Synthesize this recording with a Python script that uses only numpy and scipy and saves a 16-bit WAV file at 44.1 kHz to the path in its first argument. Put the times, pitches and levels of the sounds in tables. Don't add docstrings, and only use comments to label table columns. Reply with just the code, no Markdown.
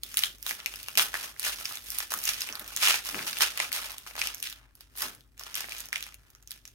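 import sys
import numpy as np
from scipy import signal
from scipy.fft import rfft, irfft
from scipy.io import wavfile
from scipy.ndimage import uniform_filter1d

SR = 44100
rng = np.random.default_rng(int(sys.argv[2]) if len(sys.argv) > 2 else 0)


def log_audio(samples):
    frames = np.atleast_2d(samples).T
    limited = np.clip(frames, -1, 1)
    pcm = np.round(limited * 32767).astype(np.int16)
    wavfile.write(sys.argv[1], SR, pcm)


N = 297234
TIME_S = np.arange(N) / SR
CONTROL_S = np.arange(0, N + 32, 32) / SR


def wrapper(pull_db, low_db, treble_db):
    # start_s, level_db, pitch_hz, low_db, treble_db (both against mids)
    creases = [(0.034, -24, 4030, -31, 7), (0.1226, -36, 4310, -24, -2), (0.1424, -27.5, 6560, -11, 7.5),
               (0.1713, -15.5, 3500, -22, 10.5), (0.1909, -20.5, 6040, -18, 9.5),
               (0.2362, -8, 3600, -17, -8), (0.384, -48.5, 6830, -14, 12), (0.4274, -37, 5950, -23, 15.5),
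               (0.4646, -21.5, 3430, -9, 4.5), (0.4783, -33, 6600, -27, 15), (0.4932, -25, 2970, -22, 6.5),
               (0.5098, -19.5, 2030, -6.5, -3), (0.592, -50, 1350, 8, -14), (0.6018, -26.5, 3510, -25, -10),
               (0.66, -14.5, 2350, -20, -8), (0.739, -28, 2900, -7, -4), (0.7583, -28.5, 5400, -26, 5),
               (0.8304, -36, 5630, -24, 14), (0.8844, -22, 2860, -10, 3), (0.954, -21.5, 2820, -30, -6),
               (0.9742, -7, 2560, -17, -1), (0.9954, -7.5, 3380, -10.5, -17), (1.1416, -18.5, 1970, -2, -7),
               (1.1531, -27.5, 1960, 4.5, -8), (1.242, -30.5, 5860, -2, 9), (1.364, -48, 1910, 7, -12),
               (1.3959, -27.5, 4590, -13, 16), (1.4402, -23, 2430, -20, -5), (1.4493, -27, 6200, -9, 10),
               (1.469, -25, 1710, -4, -3), (1.4951, -20.5, 3740, -8, -14), (1.5594, -30, 5680, -21, -1),
               (1.5863, -34, 5950, -15, -2), (1.611, -37, 1260, 3.5, 10), (1.6552, -12.5, 6040, -30, -15),
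               (1.7112, -38, 1170, 5, 6), (1.724, -35.5, 5530, 4.5, 14), (1.7555, -27.5, 7000, -14, 4.5),
               (1.7721, -24, 3700, -17, -9), (1.9034, -28, 6240, -25, 14.5), (1.9193, -31, 4760, -17, 10),
               (1.9858, -30.5, 1150, -8, 21.5), (2.0038, -16, 6640, -13, -21), (2.1054, -39, 5670, -21, 20),
               (2.1198, -24, 6060, 0.5, 4), (2.1389, -19.5, 1140, -5, 7.5), (2.1889, -36.5, 6290, -4, 18),
               (2.2386, -34.5, 4900, -13, 23), (2.254, -27, 6700, -11, 16.5),
               (2.2749, -16.5, 4570, -15, -14), (2.2907, -7.5, 6060, -30, -14),
               (2.4073, -20, 6600, -30, 4.5), (2.4188, -14.5, 4870, -29, -4), (2.4894, -26, 2670, -5, 0),
               (2.5, -33.5, 2580, -3, -7), (2.5256, -20, 6100, -30, -27), (2.5541, -22.5, 4500, -15, -3),
               (2.5952, -37.5, 3530, -3, 19), (2.6436, -32, 6290, -20, -7), (2.6782, -40, 5200, -8, 18),
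               (2.723, -42, 2550, 6, -12), (2.7637, -19.5, 6500, -30, 9), (2.772, -18, 6610, -23, -6),
               (2.8322, -9, 2840, -16, -21), (2.8534, -9.5, 2840, -26, -3.5),
               (2.8733, -6.5, 2760, -19.5, -15), (2.8846, -14, 2800, -5, 7.5),
               (2.8985, -14.5, 1960, -5, -18), (2.9074, -12.5, 2840, -5, -13), (2.9427, -27, 2730, 11.5, 2),
               (3.0501, -33, 5900, -7, 11), (3.068, -27.5, 6900, -17, 7), (3.0896, -28.5, 4770, -2, 10),
               (3.1449, -29, 2700, 8, -3), (3.1918, -28, 2510, 3, -9), (3.2679, -25, 6260, -6.5, 2),
               (3.3308, -20, 4390, -16, -7), (3.3699, -19, 2760, -22, -17), (3.386, -24.5, 3770, -27, 10.5),
               (3.4075, -14.5, 3300, -2, 0), (3.4208, -7, 6200, -22, -2), (3.575, -19, 2460, -18, 3.5),
               (3.6008, -12.5, 2360, -8, -28), (3.6489, -30, 2590, -1, -5), (3.7182, -18.5, 1950, -21, -7),
               (3.7284, -29, 4480, -23, 17.5), (3.7914, -33, 1250, -3, -5), (3.982, -31.5, 3520, -30, 9),
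               (4.065, -41, 4000, 7, 1), (4.1105, -40.5, 2480, 2, -17), (4.1539, -31, 1990, 0, -6),
               (4.165, -25.5, 3490, -12, -4), (4.1794, -26.5, 2540, -1.5, -10),
               (4.2161, -9.5, 2300, -27, -29), (4.2719, -15.5, 2550, -18, -5),
               (4.3461, -30.5, 6500, -23, 11), (4.3696, -38, 6170, -4, -2), (4.3813, -42, 5800, -21, 11),
               (4.402, -34, 6140, -22, 6), (4.427, -20, 2900, -30, 5.5), (4.4718, -18, 3730, -30, -28),
               (4.5263, -26.5, 3760, -30, -3), (4.7531, -56, 5200, -5, 23.5),
               (4.808, -35.5, 4800, -15, 0.5), (4.954, -37.5, 5530, -8.5, -12), (4.9744, -36, 3020, -23, 9),
               (5.0207, -23.5, 5140, -24, 13), (5.0321, -30, 5320, 0, -5), (5.1495, -55, 4700, 7, 23),
               (5.2078, -40, 3900, -29, -4), (5.378, -40, 6970, -18, 2), (5.3952, -30, 6300, -21, 6),
               (5.411, -38.5, 5830, 1.5, 4), (5.436, -28.5, 6180, -20.5, 3), (5.4667, -37.5, 3210, 5, -15),
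               (5.5435, -16.5, 6100, -30, -13), (5.554, -19, 3450, -19, 3), (5.573, -30, 2800, -1, 13),
               (5.6064, -24.5, 6000, -6, 7), (5.642, -41.5, 2020, 13, -13), (5.6861, -41, 2100, 10, -8),
               (5.694, -32, 4480, -17, 6), (5.721, -22.5, 2320, -18, -5), (5.7486, -33, 2970, -5.5, -1),
               (5.7823, -31.5, 6160, -18, 10), (5.8046, -25.5, 6460, -30, 4.5),
               (5.8564, -39, 5990, -16, 12), (5.887, -34, 5790, -13, 2), (5.923, -39.5, 3350, -12, -27),
               (5.9289, -17, 2000, -7, -6), (5.9584, -15, 2430, -16, -24), (6.0073, -28, 2340, -22, 2),
               (6.026, -25, 3650, -22, 4), (6.0392, -27, 6500, -30, -8), (6.066, -36.5, 2630, -4.5, 4),
               (6.1238, -40, 2270, -8, -11), (6.143, -36, 2580, -19, 6), (6.3027, -53.5, 6040, -16, 12.5),
               (6.3502, -38, 6700, -9.5, -3), (6.4265, -48, 7000, -20, 9), (6.4748, -36.5, 6180, -30, 6.5),
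               (6.5006, -49, 6600, -29, -22), (6.5078, -35, 4630, -26, 14), (6.517, -25.5, 3700, -30, 0),
               (6.6533, -30, 6260, -30, -5), (6.6769, -31.5, 6290, -30, -4)]
    # frequency_hz, gain_db
    film_tone = [(200, -12), (500, -4), (1300, 5), (3000, 3.5), (4200, 0), (6600, -1), (7600, -5.5),
                 (8600, 3), (12500, 3), (15500, 0.5)]
    ticks = tick_swarm(pull_db, low_db, treble_db)
    cracks = snaps(np.r_[creases, lesser_creases(pull_db)])
    return colour(ticks + cracks, lambda hz: at_hz(film_tone, hz))


def pull():
    # full_at_s, rise_s (per 20 dB), hold_s, level_db, low_db, treble_db
    tugs = [(0.035, .02, .08, -53, -19, -2), (0.14, .05, .03, -54, -27, 2),
            (0.175, .007, .07, -37.5, -18, -3), (0.488, .065, .02, -41, -14, 2.5),
            (0.58, .05, .07, -53, -4.5, -9), (0.663, .01, .3, -49.5, -13, -4),
            (0.977, .006, .005, -28, -7, 0), (1.163, .13, .1, -43.5, -7, -3),
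            (1.399, .007, .03, -51, -18, 4), (1.467, .065, .005, -33, -11, -3.5),
            (1.59, .07, .15, -44.5, -11, -1), (1.902, .17, .05, -47.5, -13, 4),
            (2.012, .19, .002, -42.5, -13, -3), (2.108, .007, .11, -46, -6, 4),
            (2.286, .09, .005, -33, -18, -4.5), (2.414, .19, .05, -41.5, -15, -8),
            (2.52, .1, .11, -50, 0, -4), (2.688, .1, .07, -50, -9, -2), (2.767, .01, .04, -44.5, -7, -1),
            (2.828, .03, .11, -28.5, -12.5, -8), (3.07, .05, .06, -42, -9, -1),
            (3.16, .1, .07, -44, -3, -8), (3.273, .05, .02, -37.5, -13, -3), (3.36, .1, .04, -45, -8, -5),
            (3.411, .008, .005, -26.5, -11.5, -8.5), (3.603, .1, .03, -38, -9, -9),
            (3.722, .01, .05, -39, -10, -2), (3.82, .15, .09, -45, -3.5, -4), (4.0, .1, .03, -58, -8, -1),
            (4.068, .02, .015, -50, -7, -2), (4.194, .055, .08, -38.5, -11, -8.5),
            (4.37, .1, .04, -57, -9, -2), (4.43, .007, .045, -41.5, -22, -6), (4.56, .1, .1, -74, 9, -9),
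            (4.756, .01, .03, -72, -3, 4), (4.811, .012, .005, -60, -15, -9),
            (4.975, .02, .01, -48, -24, 8), (5.027, .06, .005, -38, -5.5, -3),
            (5.405, .032, .14, -51, -6, -7), (5.557, .01, .05, -43, -11, -7), (5.724, .2, .1, -46, -11, -5),
            (5.933, .012, .035, -43, -18, -13), (6.03, .1, .05, -53.5, -9.5, -6),
            (6.2, .2, .22, -72, 0, -1), (6.48, .05, .02, -69, -22, -3), (6.511, .015, .005, -52, -19, -2),
            (6.656, .008, .02, -60, -20, -3)]
    full_at_s, rise_s, hold_s, level_db, low_db, treble_db = np.transpose(tugs)[:, :, None]
    sag_db_per_s, release_db_per_s, rest_db = 14, 200, -80
    since = CONTROL_S - full_at_s
    fall_db = sag_db_per_s * np.minimum(since, hold_s) + release_db_per_s * np.maximum(since - hold_s, 0)
    tug_db = level_db - np.where(since < 0, -20 * since / rise_s, fall_db)

    def summed_db(each_db, floor_db):
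        return 10 * np.log10(from_db(2 * each_db).sum(axis=0) + from_db(2 * floor_db))

    mids = summed_db(tug_db, rest_db)
    low = summed_db(tug_db + low_db, rest_db + 2)
    treble = summed_db(tug_db + treble_db, rest_db - 6)
    return per_sample(mids), per_sample(low - mids), per_sample(treble - mids)


def snaps(creases, crack_s=0.00035, shiver_s=0.0027, shiver_db=-14, panel_q=2.5, panel_db=2.5):
    size, alike = 600, 0.54
    out, t = np.zeros((2, N + size)), np.arange(size) / SR
    fade = np.exp(-t / crack_s) + from_db(shiver_db) * np.exp(-t / shiver_s)
    noise = rng.standard_normal((len(creases), 3, size))
    cracks = (np.sqrt(alike) * noise[:, :1] + np.sqrt(1 - alike) * noise[:, 1:]) * fade
    panels = [band(crack, hz * (1 - .5 / panel_q), hz * (1 + .5 / panel_q))
              for crack, hz in zip(cracks, creases[:, 2])]
    bands = zip(*three_bands(cracks + from_db(panel_db) * np.array(panels)))
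    for (start_s, level_db, _, low_db, treble_db), parts in zip(creases, bands):
        low, mids, treble = map(peak_one, parts)
        snap = from_db(low_db) * low + mids + from_db(treble_db) * treble
        start = round(start_s * SR)
        out[:, start:start + size] += from_db(level_db) * snap
    return out[:, :N]


def lesser_creases(pull_db, count=150, per_s=20, follow=.85, spread_db=2.5, tint_db=6):
    start_s = np.cumsum(rng.exponential(size=count)) / per_s
    pitch_hz = 1400 * (6900 / 1400) ** rng.random(count)
    strength, low, treble = rng.normal(size=(3, count))
    swing_db = np.interp(start_s, TIME_S, pull_db - pull_db.mean())
    level_db = -45 + follow * swing_db + spread_db * strength
    creases = np.transpose([start_s, level_db, pitch_hz, -12 + tint_db * low, 1.5 + tint_db * treble])
    return creases[start_s < N / SR]


def tick_swarm(pull_db, low_db, treble_db, tick_s=0.0012, clump_db=2.0, spread_db=1.5, tint_db=1.5):
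    per_s = 1500 * from_db(0.18 * (pull_db + 48.5) + clump_db * drift(30))
    sizes = from_db(spread_db * np.minimum(rng.exponential(1, N), 4.5)) / np.sqrt(per_s)
    ticks = sizes * (rng.random(N) < per_s / SR)
    fade = np.exp(-1 / (tick_s * SR))
    puffs = signal.lfilter([1], [1, -fade], ticks + 1e-18)
    low = three_bands(puffs * stereo_noise(alike=0.66))[0]
    mids, treble = three_bands(puffs * stereo_noise(alike=0.28))[1:]
    low, mids, treble = [rms_one(part) * from_db(tint_db * drift(60)) for part in (low, mids, treble)]
    return from_db(pull_db) * (from_db(low_db) * low + mids + from_db(treble_db) * treble)


def room(x, tail_db=-9, build_s=0.00067, table_echo_s=.0082, table_echo_db=-13.5, alike_below_hz=1500):
    # frequency_hz, t60_s, level_db
    decay = [(487, 0.25, -0.5), (2020, 0.21, -0.5), (5600, 0.15, -2.5), (15100, 0.067, 0)]
    t, tail = np.arange(SR // 2) / SR, 0
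    mid, side = rng.standard_normal((2, len(t)))
    edges_hz = [125, 250, 500, 1000, 2000, 4000, 8000, 19200]
    for low, high in zip(edges_hz, edges_hz[1:]):
        hz = np.sqrt(low * high)
        reflections = stereo(mid, side, alike=1 / (1 + (hz / alike_below_hz) ** 2))
        fade_db = at_hz(decay, hz, column=2) - 60 * t / at_hz(decay, hz)
        tail = tail + band(reflections, low, high) * from_db(fade_db)
    tail = tail * (1 - np.exp(-t / build_s))
    tail = from_db(tail_db) * tail / np.sqrt(np.sum(tail ** 2) / 2)
    tail[:, round(table_echo_s * SR)] += from_db(table_echo_db)
    return signal.fftconvolve(x, tail, axes=1)[:, :N]


def dull_swell(pull_db, follow=.5, smooth_s=.15, rise_db_per_s=300, fall_db_per_s=130):
    # peak_s, level_db
    bumps = [(0.05, -57), (0.28, -56), (0.52, -55), (0.7, -59), (0.99, -47), (2.15, -49), (2.5, -53),
             (2.62, -54), (3.15, -41), (3.21, -44), (3.5, -57), (5.05, -47), (5.65, -56), (5.85, -59)]
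    # frequency_hz, relative_db
    dull_tone = [(50, -13), (120, 4), (250, 10.5), (600, 2.5), (1000, -8)]
    swell_db = -65 + follow * (uniform_filter1d(pull_db, int(smooth_s * SR)) - pull_db.mean())
    peak_s, level_db = np.transpose(bumps)[:, :, None]
    since = CONTROL_S - peak_s
    bump_db = level_db + np.where(since < 0, rise_db_per_s, -fall_db_per_s) * since
    envelope_db = np.maximum(swell_db, per_sample(bump_db.max(axis=0)))
    return from_db(envelope_db + drift(30)) * shaped_noise(dull_tone, alike=.75)


def hum(dip_s=2.5):
    # pitch_hz, level_db
    tones = [(46.75, -73), (49.25, -67.8), (51.86, -64.8), (93.8, -78)]
    return sum((-1) ** k * from_db(db) * np.sqrt(2) * np.cos(2 * np.pi * hz * (TIME_S - dip_s))
               for k, (hz, db) in enumerate(tones))


def rumble():
    # frequency_hz, relative_db
    rumble_tone = [(25, -5.5), (35, -6.5), (50, 7.5), (80, 3), (122, 4.5), (140, -1), (200, -15.5),
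                   (260, -3.5), (400, -18.5), (800, -36.5)]
    return from_db(-65.5) * band(shaped_noise(rumble_tone, alike=.6), 18, 1500)


def hiss():
    # frequency_hz, relative_db
    hiss_tone = [(240, -10.5), (400, 7), (723, -43), (927, -25.5), (6590, -32.5), (7700, -15), (12700, -27),
                 (16500, -52)]
    return from_db(-82) * shaped_noise(hiss_tone, alike=.2)


def from_db(db):
    return 10 ** (np.asarray(db) / 20)


def rms_one(x):
    return x / np.sqrt(np.mean(x ** 2) + 1e-20)


def peak_one(x):
    return x / np.abs(x).max()


def per_sample(envelope):
    return np.interp(TIME_S, CONTROL_S, envelope)


def at_hz(curve, hz, column=1):
    curve = np.array(curve)
    return np.interp(np.log(hz + 1), np.log(curve[:, 0]), curve[:, column])


def colour(x, db_of_hz, size=2048):
    cepstrum = irfft(db_of_hz(np.fft.rfftfreq(size, 1 / SR)) * np.log(10) / 20)
    cepstrum[1:size // 2] *= 2
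    cepstrum[size // 2 + 1:] = 0
    impulse = irfft(np.exp(rfft(cepstrum)))
    return signal.fftconvolve(x, np.array(impulse, ndmin=x.ndim), axes=-1)[..., :N]


def band(x, low_hz, high_hz):
    return signal.sosfilt(signal.butter(2, [low_hz, high_hz], "band", fs=SR, output="sos"), x)


def three_bands(x):
    return band(x, 350, 2000), -band(x, 2000, 7000), band(x, 7000, 20000)


def drift(rate_hz, step=40):
    pole = np.exp(-2 * np.pi * rate_hz * step / SR)
    slow = signal.lfilter([1], [1, -2 * pole, pole * pole], rng.standard_normal(N // step + 2002))[2000:]
    return np.interp(np.arange(N) / step, np.arange(len(slow)), rms_one(slow))


def stereo(mid, side, alike):
    return np.sqrt(1 + alike) * mid + np.sqrt(1 - alike) * side * np.array([[1], [-1]])


def stereo_noise(alike):
    return stereo(*rng.standard_normal((2, N)), alike)


def shaped_noise(tone, alike):
    return rms_one(colour(stereo_noise(alike), lambda hz: at_hz(tone, hz), size=8192))


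def scene(left_lag_s=0.00015):
    # frequency_hz, left_minus_right_db
    balance = [(150, -15), (700, -0.5), (2400, 3.5), (4400, -7.5), (8000, 1), (14000, -2)]
    pull_db, low_db, treble_db = pull()
    low_bed = (hum() + rumble()) * from_db([[1.2], [-1.2]])
    background = low_bed + dull_swell(pull_db) + hiss()
    crinkle = wrapper(pull_db, low_db, treble_db)
    lag = round(left_lag_s * SR)
    direct = np.array([np.r_[np.zeros(lag), crinkle[0, :N - lag]], crinkle[1]])
    heard = direct + room(crinkle)
    left = colour(heard[0], lambda hz: at_hz(balance, hz) / 2)
    right = colour(heard[1], lambda hz: -at_hz(balance, hz) / 2)
    return np.array([left, right]) + background


def record(dry):
    return signal.sosfilt(signal.ellip(10, .5, 70, 15900, fs=SR, output="sos"), dry)


dry = scene()
out = record(dry)
log_audio(out)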